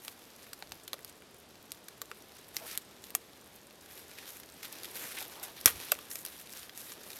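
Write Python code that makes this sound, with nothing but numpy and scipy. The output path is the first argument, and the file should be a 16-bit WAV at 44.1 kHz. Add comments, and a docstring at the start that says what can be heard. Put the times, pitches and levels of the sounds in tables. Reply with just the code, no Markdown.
"""Bark and mushroom stalks crack as a picker in a padded jacket works a cluster off a tree trunk,
a couple of metres from a phone microphone in a still forest. Each crack is a quick train of slips
that sets the freed piece ringing. Crumbs tick, sleeves and undergrowth rustle, and a dry branch snaps
and splinters as the picker crouches. Nearby trunks scatter every crack; distant trees hush behind."""
import sys
import numpy as np
from scipy import signal
from scipy.fft import rfft, irfft
from scipy.io import wavfile
from scipy.ndimage import uniform_filter1d

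SR = 44100
rng = np.random.default_rng(int(sys.argv[2]) if len(sys.argv) > 2 else 0)


def int16_out(signal):
    """Quantize to a 16-bit WAV file."""
    q = np.round(np.clip(np.atleast_2d(signal).T, -1, 1) * 32767)
    wavfile.write(sys.argv[1], SR, q.astype(np.int16))


N = 317079
T = np.arange(N) / SR
HIT_T = T[:int(.05 * SR)]  # time within one crack or tick

# dull knock of a piece breaking free: (frequency [Hz], level [dB])
KNOCK_SPECTRUM = [(40, -60), (250, -26), (450, 3.5), (700, -8), (1200, 2), (1900, 0), (3000, -3.5),
                  (8000, -34.5)]
# body of a crack in wood: (frequency [Hz], level [dB])
WOOD_SPECTRUM = [(40, -40), (300, -2.5), (900, -21.5), (2000, -1), (3600, 4), (5000, 1), (6800, -4),
                 (9000, -8), (16000, -74)]
# crisp top of cracks, ticks and rustle: (frequency [Hz], level [dB])
CRISP_SPECTRUM = [(200, -68), (1200, -8), (4500, -22), (6500, -5), (8500, -2), (10000, 0), (11000, 3),
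                  (12100, 5), (13500, 2.5), (15500, -11)]


def cracks(ring_t60_at_1khz=0.011, after_db=-13, after_s=0.0026, bright_width_hz=1700, bright_db=-3):
    """A fracture runs as a quick train of slips, then the freed piece rings at its own two pitches."""
    # breaks of bark, stalk and twig: (time [s], fracture run [s], low ring [Hz], bright ring [Hz],
    # knock level [dB], crack level [dB], crisp level [dB])
    breaks = [(0.048, 0.0027, 910, 4400, -60, -54, -49), (0.0803, 0.0012, 2130, 3380, -47, -43, -46.5),
              (0.531, 0.0032, 1210, 5900, -49, -46.5, -46), (0.6242, 0.0005, 820, 3560, -45.5, -47, -59),
              (0.72, 0.00021, 794, 6030, -48.5, -43.5, -50.5),
              (0.8775, 0.0037, 1650, 3930, -59, -46.5, -47),
              (0.9318, 0.00079, 1130, 3550, -43.5, -37.5, -41.5),
              (0.9406, 0.00068, 574, 5000, -45.5, -58, -50), (0.991, 0.0017, 1700, 3600, -56, -76, -59),
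              (1.0468, 0.0012, 2060, 3800, -59, -50, -45.5), (1.221, 0.0011, 1430, 3200, -57, -67, -73),
              (1.719, 0.00025, 2900, 7760, -74, -43, -43), (1.883, 0.0033, 1570, 4700, -55.5, -51, -48),
              (2.0169, 0.00036, 1190, 7400, -44, -43, -41),
              (2.1148, 0.00062, 1340, 2720, -42.5, -50.5, -57),
              (2.567, 0.00045, 2130, 5740, -42, -35, -36.5),
              (2.7755, 0.00034, 1730, 7250, -71, -37.5, -33.5), (3.04, 0.0009, 1890, 3980, -59, -50.5, -54),
              (3.1046, 0.00041, 630, 4200, -73, -54.5, -49.5), (3.15, 0.0011, 700, 2380, -40, -38.5, -32),
              (3.1512, 0.00079, 1150, 2400, -39.5, -50, -28), (4.726, 0.0011, 620, 4100, -69, -53, -46),
              (4.8332, 0.0011, 790, 4020, -68, -48, -46), (4.8437, 0.0034, 2010, 3620, -52, -46, -47),
              (4.855, 0.0003, 1290, 3600, -67, -47, -52), (4.9558, 0.0007, 1400, 4000, -65, -49.5, -49),
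              (5.2255, 0.0011, 695, 3600, -56, -49.5, -49), (5.4299, 0.0094, 1600, 3220, -55, -50, -40),
              (5.6115, 0.0017, 1500, 5900, -62, -51, -47), (5.658, 0.0013, 2170, 5600, -30, -19, -13.5),
              (5.9182, 0.0021, 1540, 4730, -37.5, -31, -23.5), (5.921, 0.0014, 620, 2300, -30.5, -63, -36),
              (5.9884, 0.0014, 1160, 3280, -50.5, -51, -52), (6.1123, 0.0034, 960, 6600, -79, -45.5, -49),
              (6.1555, 0.0016, 645, 5760, -57, -44, -41), (6.2498, 0.0022, 970, 4430, -59, -47.5, -39.5),
              (6.262, 0.0013, 2010, 6260, -76, -46.5, -44), (6.6935, 0.0026, 1600, 3620, -54, -49, -60),
              (6.7756, 0.00052, 620, 2600, -77, -54, -46), (6.919, 0.0025, 1650, 7200, -55, -47, -57)]
    out = np.zeros(N)
    for start, run_s, ring_hz, bright_hz, knock_db, crack_db, crisp_db in breaks:
        progress = HIT_T / run_s
        tearing = np.exp(-(progress / 1.19) ** 2) + undb(after_db) * np.exp(-HIT_T / after_s)
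        onset = 1 - np.exp(-progress / 0.31)
        slips = rng.standard_normal(len(HIT_T)) * tearing * onset
        # the ring builds while the fracture runs, and lower pieces ring longer
        fade = np.exp(-np.log(1000) * HIT_T / ring_t60_at_1khz * np.sqrt(ring_hz / 1000))
        # it starts sharp and sags as the piece comes loose
        cycles = np.cumsum(ring_hz * (0.936 + 0.22 * np.exp(-HIT_T / 0.002))) / SR
        ring = np.sin(2 * np.pi * cycles) * (1 - np.exp(-progress)) * fade
        knock = unit_hit(colour(slips, KNOCK_SPECTRUM)) + unit_hit(ring)
        wood = colour(slips, WOOD_SPECTRUM)
        crack = unit_hit(wood) + undb(bright_db) * unit_hit(resonance(wood, bright_hz, bright_width_hz))
        add(out, start, undb(knock_db) * unit_hit(knock))
        add(out, start, undb(crack_db) * unit_hit(crack))
        add(out, start, undb(crisp_db) * unit_hit(colour(slips, CRISP_SPECTRUM)))
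    return out


def splinters(snap_s=5.658, jolt_db=-35.5):
    """The snapped branch gives a dull jolt and lets go fibre by fibre, in fading bursts."""
    # fibres giving way: (time [s], level [dB], fade time [s], crisp top relative to the wood [dB])
    bursts = [(5.6605, -18, 0.0037, 10), (5.669, -26.5, 0.013, 1.5), (5.675, -21, 0.0034, -5),
              (5.679, -29, 0.021, 5)]
    # the whole branch jolting: (frequency [Hz], level [dB])
    jolt_spectrum = [(30, 2), (100, 13), (250, -22), (500, 9), (900, 1), (3000, -38)]
    out = np.zeros(N)
    t = T[:SR // 5]
    jolt = colour(rng.standard_normal(len(t)) * np.exp(-t / 0.0014), jolt_spectrum)
    add(out, snap_s, undb(jolt_db) * unit_hit(jolt))
    for start, db, fade_s, crisp_db in bursts:
        fibres = grains(len(t), per_s=4100, spread_db=3.0)
        wood = unit(colour(fibres, WOOD_SPECTRUM)) + unit(colour(fibres, KNOCK_SPECTRUM))
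        burst = unit(wood + undb(crisp_db) * unit(colour(fibres, CRISP_SPECTRUM)))
        add(out, start, undb(db) * burst * np.exp(-t / fade_s))
    return out


def flakes(rub_gain, count=200, quiet_db=-65, follow=0.51, spread_db=2.5, crisp_db=-9):
    """Bark crumbs and dry needles tick at random, each at its own pitch, louder as the rubbing grows."""
    shortest_fade_s, longest_fade_s = 0.00061, 0.0025
    out = np.zeros(N)
    effort_db = 20 * np.log10(rub_gain / np.percentile(rub_gain, 10))
    for when, size, pitch, length in rng.random((count, 4)):
        i = int(when * N)
        fade_s = np.interp(length, [0, 1], [shortest_fade_s, longest_fade_s])
        slip = rng.standard_normal(len(HIT_T)) * np.exp(-HIT_T / fade_s)
        ring = resonance(slip, hz=2000 + 11000 * np.sqrt(pitch), width_hz=2400)
        tick = unit_hit(ring) + undb(crisp_db) * unit_hit(colour(slip, CRISP_SPECTRUM))
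        size_db = spread_db * min(-np.log(1 - size), 3)
        add(out, T[i], undb(quiet_db + follow * effort_db[i] + size_db) * unit_hit(tick))
    return out


def motion_db():
    """The picker keeps nearly still at the trunk, then lifts the cluster and crouches."""
    # amount of movement: (time [s], level [dB])
    movement = [(0, -64), (0.7, -64), (1.25, -71.5), (2.1, -65.5), (2.9, -66), (3.7, -68), (4.2, -58.5),
                (4.44, -64), (4.7, -55.5), (5.1, -51), (5.52, -59), (5.8, -51.5), (6.05, -58), (6.7, -61.5),
                (7.19, -55.5)]
    return np.interp(T, *np.transpose(movement))


def rubbing(slide_body_db=1, attack_share=0.23, release_s=0.015):
    """Gains of the rustle's body and crisp top: cloth slides, and each stroke swells, holds and fades."""
    # hand and sleeve over bark and leaves: (start [s], length [s], body level [dB], crisp level [dB])
    strokes = [(0.01, 0.12, -64, -56.5), (0.35, 0.14, -64, -66), (1.064, 0.043, -60.5, -60.5),
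               (2.345, 0.089, -60, -65.5), (2.525, 0.14, -55.5, -53.5), (2.651, 0.096, -48, -47),
               (3.027, 0.066, -64, -60), (3.876, 0.16, -59, -55.5), (4.08, 0.22, -59, -65),
               (4.255, 0.12, -57, -51), (4.626, 0.033, -47, -48), (4.929, 0.15, -49.5, -45.5),
               (5.089, 0.14, -50, -49), (5.424, 0.03, -49.5, -46), (5.564, 0.017, -51, -56),
               (5.734, 0.22, -53.5, -52.5), (6.098, 0.019, -58, -45), (6.099, 0.056, -58, -44.5),
               (6.167, 0.05, -61, -49), (6.247, 0.15, -58, -53), (6.48, 0.17, -56, -53.5),
               (6.737, 0.19, -56.5, -50), (7.038, 0.13, -62, -53)]
    slide_db = motion_db()
    power = undb([slide_db + slide_body_db, slide_db]) ** 2
    for start, length, body_db, crisp_db in strokes:
        swell = np.clip((T - start) / (attack_share * length), 0, 1)
        fade = np.exp(-np.clip(T - start - length, 0, 1) / release_s)
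        power += (undb([[body_db], [crisp_db]]) * swell * fade) ** 2
    return np.sqrt(power)


def rustle(body_gain, crisp_gain, catch_db=-3.0, catch_s=0.00096, jerk_db=1.3, grip_db=0.7):
    """Cloth and leaves slide with a fine hiss and catch in small ticks, jerkily and with varying grip."""
    # body of the rubbing: (frequency [Hz], level [dB])
    rub_spectrum = [(300, -20), (900, -0.5), (1700, 1), (2600, 1), (3600, 3), (4900, 1), (6000, -4.5),
                    (8000, -30), (16000, -53)]
    catches = np.abs(grains(N, per_s=180, spread_db=3.0))
    catch_envelope = signal.lfilter([1], [1, -np.exp(-1 / (catch_s * SR))], catches)
    hiss = grains(N, per_s=9000, spread_db=1.5)
    crackle = undb(catch_db) * unit(catch_envelope * rng.standard_normal(N))
    slips = (hiss + crackle) * undb(jerk_db * walk(110) + grip_db * walk(25))
    body = folds(colour(slips, rub_spectrum), centres_hz=[1740, 2430, 3700, 5730])
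    crisp = folds(colour(slips, CRISP_SPECTRUM), centres_hz=[6800, 9500, 13000])
    return body * body_gain + crisp * crisp_gain


def folds(x, centres_hz, share_db=-6, wander_db=4):
    """Folds and leaves of different sizes take turns, so the colour keeps shifting."""
    rings = sum(unit(resonance(x, hz, hz / 4)) * undb(wander_db * walk(45)) for hz in centres_hz)
    return unit(unit(x) + undb(share_db) * unit(rings))


def scrapes():
    """Mushroom flesh, sleeve and boot drag briefly, sticking and slipping around one pitch."""
    # short, hollow drags: (centre time [s], level [dB], half length [s], pitch [Hz])
    drags = [(2.639, -50, 0.033, 605), (4.189, -52.5, 0.017, 3220), (5.039, -49, 0.036, 1600),
             (5.179, -42, 0.011, 2250), (5.219, -44, 0.0054, 610), (5.408, -54, 0.12, 860)]
    out = np.zeros(N)
    t = T[:SR // 4] - 1 / 8
    for centre_s, db, half_s, hz in drags:
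        slips = grains(len(t), per_s=1400, spread_db=-1.5)
        hollow = resonance(resonance(slips, hz, width_hz=hz), hz, width_hz=hz)
        add(out, centre_s + t[0], undb(db) * unit(hollow) * np.exp(-(t / half_s) ** 2))
    return out


def jacket(relative_db=-3.5, flutter_db=1):
    """Heavy folds of the jacket give way with muffled bumps as the picker moves."""
    # padded cloth: (frequency [Hz], level [dB])
    cloth_spectrum = [(30, -33), (100, -11.5), (250, -0.5), (480, 0), (800, -4.5), (1200, -8), (2500, -39),
                      (8000, -58)]
    bumps = unit(colour(grains(N, per_s=1500, spread_db=3.5), cloth_spectrum))
    return bumps * undb(motion_db() + relative_db + flutter_db * walk(45))


def thuds(half_s=0.042, hz=85, width_hz=80):
    """Moss and soil give under a boot with a faint, low swell."""
    # the picker's weight shifting on soft ground: (time [s], level [dB])
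    weight_shifts = [(0.72, -60), (4.06, -72), (5.76, -56)]
    ground = resonance(resonance(rng.standard_normal(N), hz, width_hz), hz, width_hz)
    swells = sum(undb(db) * np.exp(-((T - centre_s) / half_s) ** 2) for centre_s, db in weight_shifts)
    return unit(ground) * swells


def trunks(x, near_db=-12, near_s=0.0078, far_db=-29, far_t60=0.69):
    """Close trunks and the ground scatter sound to the microphone; the wood behind adds a faint tail."""
    t = T[:SR]
    near = grains(len(t), per_s=2300, spread_db=3.5) * np.exp(-t / near_s) * (t > .0012)
    far = colour(rng.standard_normal(len(t)), [(200, 5), (4000, -1), (14000, -2)])
    far = far * np.exp(-np.log(1000) * t / far_t60) * (t > .015)
    echo = undb(near_db) * near / np.linalg.norm(near) + undb(far_db) * far / np.linalg.norm(far)
    return x + signal.fftconvolve(x, echo)[:N]


def forest(level_db=-58, wander_db=0.51):
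    """Faint, even hush of trees far from the microphone."""
    # distant trees: (frequency [Hz], level [dB])
    hush_spectrum = [(20, -16), (40, -16.5), (65, -3.5), (150, -3), (400, -0.5), (620, -4), (1000, -8.5),
                     (1500, -10.5), (2400, -13.5), (3500, -12.5), (7000, -18.5), (9500, -21), (12200, -24),
                     (15500, -43)]
    hush = unit(colour(rng.standard_normal(N), hush_spectrum))
    return hush * undb(level_db + wander_db * walk(2.3))


def grains(count, per_s, spread_db):
    """Tiny slips at random moments, most of similar size, a few far from it."""
    fires = rng.random(count) < per_s / SR
    sizes = undb(spread_db * np.minimum(rng.exponential(size=count), 5))
    return unit(fires * sizes * rng.choice([-1, 1], count))


def walk(rate_hz):
    """Smooth random wander with an rms of 1."""
    hold = max(int(SR / rate_hz), 2)
    steps = np.repeat(rng.standard_normal(N // hold + 1), hold)
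    return unit(uniform_filter1d(uniform_filter1d(steps, hold), hold)[:N])


def colour(x, spectrum, size=2048):
    """Causal filter with a spectrum of (frequency [Hz], level [dB]), built from its cepstrum."""
    hz, db = np.transpose(spectrum)
    bins_hz = np.maximum(np.fft.rfftfreq(size, 1 / SR), 1)
    gains = undb(np.interp(np.log(bins_hz), np.log(hz), db))
    cepstrum = irfft(np.log(gains))
    cepstrum[1:size // 2] *= 2
    cepstrum[size // 2 + 1:] = 0
    impulse = irfft(np.exp(rfft(cepstrum)))
    return signal.fftconvolve(x, impulse)[:len(x)]


def resonance(x, hz, width_hz):
    """Two-pole band-pass."""
    return signal.lfilter(*signal.iirpeak(hz, hz / width_hz, fs=SR), x)


def undb(db):
    """Decibels to gain."""
    return 10 ** (np.asarray(db) / 20)


def unit(x):
    """Scale to an rms of 1."""
    return x / np.sqrt(np.mean(x ** 2))


def unit_hit(x):
    """Scale a short sound to the energy of 10 ms at an rms of 1."""
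    return x / np.sqrt(np.sum(x ** 2) / (.01 * SR))


def add(out, start_s, sound):
    """Mix a sound in at its start time."""
    i = max(int(start_s * SR), 0)
    out[i:i + len(sound)] += sound[:N - i]


def scene():
    """Sharp sounds scatter off the trunks; rubbing and the forest hush fill in between, all in mono."""
    body_gain, crisp_gain = rubbing()
    breaking = trunks(cracks() + splinters() + flakes(crisp_gain))
    picker = rustle(body_gain, crisp_gain) + scrapes() + jacket() + thuds()
    return (breaking + picker + forest())[None]


def record(dry, top_hz=15800):
    """The phone, a couple of metres off, clips any peak beyond full scale and cuts the top."""
    low_pass = signal.ellip(8, .2, 70, top_hz, fs=SR, output="sos")
    return signal.sosfilt(low_pass, np.clip(dry, -1, 1))


dry = scene()
out = record(dry)
int16_out(out)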